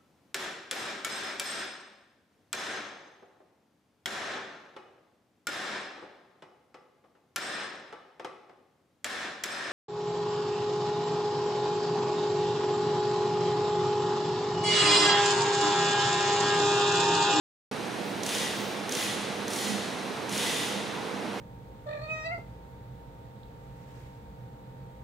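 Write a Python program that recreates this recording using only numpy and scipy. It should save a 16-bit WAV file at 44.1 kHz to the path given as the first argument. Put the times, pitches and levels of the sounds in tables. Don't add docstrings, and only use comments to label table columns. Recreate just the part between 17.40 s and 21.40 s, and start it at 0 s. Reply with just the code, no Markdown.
import sys
import numpy as np
from scipy import signal
from scipy.fft import rfft, irfft
from scipy.io import wavfile

SR = 44100
rng = np.random.default_rng(int(sys.argv[2]) if len(sys.argv) > 2 else 0)


def master_out(mix):
    frames = np.transpose(np.atleast_2d(mix))
    ceiling = np.clip(frames, -1, 1)
    pcm = np.round(ceiling * 32767).astype(np.int16)
    wavfile.write(sys.argv[1], SR, pcm)


N = 176400


def undb(db):
    return 10 ** (np.asarray(db) / 20)


def time_s():
    return np.arange(N) / SR


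def bins_hz():
    return np.arange(N // 2 + 1) * SR / N


def over_hz(points, hz):
    point_hz, values = np.array(points, float).T
    return np.interp(np.log(np.maximum(hz, 1)), np.log(point_hz), values)


def colour(spectrum):
    return undb(over_hz(spectrum, bins_hz()))


def bell(hz, width_hz):
    return np.exp(-2 * ((bins_hz() - hz) / width_hz) ** 2)


def noise(gain):
    x = irfft(rfft(rng.standard_normal(N)) * gain, N)
    return x / x.std()


def diffuse(mid, side):
    # (frequency [Hz], coherence [-1..1])
    likeness = [(25, 0), (60, 0), (120, 0.7), (290, 0.94), (640, 0.68), (1400, 0.51), (3100, 0.73),
                (6000, 0.81), (10000, 0.52), (14000, -0.1)]
    # (frequency [Hz], left minus right [dB])
    balance = [(60, -2), (110, -3.5), (200, -5.5), (380, -6), (700, -3), (1300, -2), (2400, -0.7),
               (4400, -0.1), (8100, -0.5), (15000, -3.5)]
    coherence = over_hz(likeness, bins_hz())
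    lean_db = over_hz(balance, bins_hz()) / 2
    common = rfft(mid) * np.sqrt((1 + coherence) / 2)
    opposed = rfft(side) * np.sqrt((1 - coherence) / 2)
    return irfft(np.array([(common + opposed) * undb(lean_db), (common - opposed) * undb(-lean_db)]), N)


def wash(gain):
    return diffuse(noise(gain), noise(gain))


def hall(x, build_s=0.01):
    # (frequency [Hz], T60 [s])
    t60 = [(200, 3.7), (2000, 1.4), (4000, 1.49), (8000, 1.09), (15000, 0.47)]
    t, tail = time_s(), np.zeros((2, N))
    edges_hz = np.r_[0, np.geomspace(200, SR / 2, 21)]
    white = rfft(rng.standard_normal((2, N)))
    for lo, hi in zip(edges_hz[:-1], edges_hz[1:]):
        band = irfft(white * ((bins_hz() >= lo) & (bins_hz() < hi)), N)
        fade = undb(-60 * t / over_hz(t60, (lo + hi) / 2)) * (1 - np.exp(-t / build_s))
        tail += band * fade / np.sqrt(np.sum(fade ** 2))
    return signal.fftconvolve(diffuse(*tail), x[None], axes=1)[:, :N]


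def motor_tone(hz, waver=0.55, waver_hz=4.7):
    slow = bell(0, waver_hz)
    phase = 2 * np.pi * (hz * time_s() + rng.random())
    x = (1 + waver * noise(slow)) * np.sin(phase) + waver * noise(slow) * np.cos(phase)
    return x / x.std()


def ventilation(rumble_top_hz=1940):
    # (frequency [Hz], level [dB])
    rumble_spectrum = [(25, -39), (55, -28), (80, -13), (115, -7), (170, -2.5), (260, -0.5), (400, -2),
                       (600, -4), (850, -4), (1200, -8.5), (2000, -9)]
    # (frequency [Hz], width [Hz], level [dB])
    drone_bands = [(200.2, 19, -50), (255.5, 23, -53), (476, 35, -51)]
    # (frequency [Hz], level [dB])
    tones = [(121, -55.5), (204.5, -49), (443.5, -50.5), (490, -52.5)]
    # (frequency [Hz], level [dB])
    air_spectrum = [(600, -20), (1500, -4), (2500, 0), (3900, -1), (4800, -5), (6000, -5.5), (7500, -11.5),
                    (9000, -8.5), (11000, -13.5), (13000, -19), (15500, -30)]
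    # (time [s], level [dB])
    air_drift = [(.3, -0.5), (.8, 0), (2.0, 0), (2.8, -1), (3.5, -3), (4.0, -4)]
    rumble = undb(-35.5) * wash(colour(rumble_spectrum) / np.sqrt(1 + (bins_hz() / rumble_top_hz) ** 4))
    drone = sum(undb(db) * wash(bell(hz, width_hz)) for hz, width_hz, db in drone_bands)
    hum_pair = [sum(undb(db) * motor_tone(hz) for hz, db in tones) for _ in range(2)]
    rush = undb(-44.5) * wash(colour(air_spectrum))
    whine = undb(-57) * wash(bell(hz=4015, width_hz=170))
    drift = undb(np.interp(time_s(), *np.array(air_drift).T))
    return rumble + drone + diffuse(*hum_pair) + drift * (rush + whine)


def swells(events, spectrum):
    level = sum(undb(db) * np.exp(-2 * ((time_s() - at_s) / width_s) ** 2) for at_s, width_s, db in events)
    return level * wash(colour(spectrum))


def low_swells():
    # (centre [s], width [s], level [dB])
    events = [(1.23, 0.065, -41), (2.31, 0.12, -35.5), (3.1, 0.085, -40), (3.38, 0.07, -42.5)]
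    # (frequency [Hz], level [dB])
    spectrum = [(100, -33), (165, -20), (202, 19), (228, -4), (260, -4), (320, -2), (500, -17), (900, -11),
                (1400, -23), (4000, -52)]
    return swells(events, spectrum)


def wisps():
    # (centre [s], width [s], level [dB])
    events = [(.675, .06, -55), (.77, .08, -60), (1.23, .15, -49)]
    # (frequency [Hz], level [dB])
    spectrum = [(6000, -25), (11000, -12), (12300, 3), (13200, -10), (14500, 0), (15500, -1)]
    return swells(events, spectrum)


def ticks(decay_s=0.0024, left_minus_right_db=-6, hall_db=-4.5):
    # (time [s], level [dB])
    strokes = [(0.8335, -27), (.8640, -26), (0.8913, -31), (.9495, -29), (0.983, -27), (1.4927, -27),
               (1.5226, -24), (1.5515, -27), (1.6378, -32), (2.0806, -30), (2.1348, -31), (2.1618, -35),
               (2.1885, -32), (2.8934, -33), (2.9247, -32), (2.9505, -32), (2.9783, -28)]
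    # (frequency [Hz], level [dB])
    spectrum = [(1000, -27), (3000, -9), (5200, -3), (6200, 7.5), (7300, -6), (8200, -6), (10000, -6.5),
                (13000, -18), (15500, -16.5)]
    t = time_s()
    force = sum(undb(db) * (t >= at_s) * np.exp(-np.abs(t - at_s) / decay_s) for at_s, db in strokes)
    direct = force * wash(colour(spectrum))
    pan = undb(np.array([[0.5], [-0.5]]) * left_minus_right_db)
    return direct * pan + undb(hall_db) * hall(direct[0])


def valve(age_s, length_s, rise_s, sag_db_per_s, close_s=0.018):
    age_s = np.maximum(age_s, 0)
    opening = 1 - np.exp(-age_s / rise_s)
    closing = np.exp(-np.maximum(age_s - length_s, 0) / close_s)
    return opening * undb(-sag_db_per_s * age_s) * closing


def exhaust(puff_decay_s=0.014, puff_depth=0.57, direct_db=-6):
    # (start [s], length [s], stroke period [s], hiss trim [dB], roar trim [dB],
    # roar rise [s], whistle [Hz], whistle lift [dB])
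    runs = [(0.832, 0.2, .0292, -0.4, 0.4, 0.054, 3560, 0.5),
            (1.4937, 0.15, 0.019, 0.5, 1.5, 0.071, 4100, 4), (2.0755, 0.21, .0278, -1, 0.5, 0.14, 4340, 6),
            (2.8912, 0.37, 0.034, 0.8, 1, 0.043, 3520, 4)]
    # (frequency [Hz], level [dB])
    hiss_spectrum = [(1500, -18), (3500, 4.5), (4900, 1.5), (5700, 2.5), (7100, 2), (8000, -0.5), (9000, 1),
                     (10200, 1.5), (11500, -5.5), (13300, -9.5), (15000, -12.5)]
    # (frequency [Hz], level [dB])
    roar_spectrum = [(200, -15), (700, -7.5), (1400, -3), (2300, -1), (2800, 0.5), (3750, 0.5), (4600, -7),
                     (7000, -16), (15000, -45)]
    chamber_db = 6 * bell(hz=1980, width_hz=120)
    body = colour(roar_spectrum) * undb(chamber_db)
    hiss = noise(colour(hiss_spectrum))
    air = np.zeros(N)
    for start_s, length_s, period_s, hiss_db, roar_db, roar_rise_s, whistle_hz, lift_db in runs:
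        age_s = time_s() - start_s
        puffs = 1 - puff_depth + puff_depth * np.exp(-(age_s % period_s) / puff_decay_s)
        puffs /= np.sqrt(np.mean(puffs ** 2))
        roar = noise(body * undb(lift_db * bell(whistle_hz, width_hz=200)))
        hiss_flow = undb(-33.5 + hiss_db) * valve(age_s, length_s, rise_s=0.015, sag_db_per_s=19.5)
        roar_flow = undb(-29.5 + roar_db) * valve(age_s, length_s, roar_rise_s, sag_db_per_s=27.5)
        air += puffs * (hiss * hiss_flow + roar * roar_flow)
    return undb(direct_db) * air + hall(air)


def scene():
    return exhaust() + ticks() + wisps() + low_swells() + ventilation()


def record(dry, start_s=0.313, top_hz=15500):
    notch = 1 - 0.95 * bell(hz=7500, width_hz=70)
    gated = irfft(rfft(dry) * notch, N) * (time_s() >= start_s)
    return signal.sosfilt(signal.ellip(8, 0.2, 80, top_hz, fs=SR, output="sos"), gated)


dry = scene()
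out = record(dry)
master_out(out)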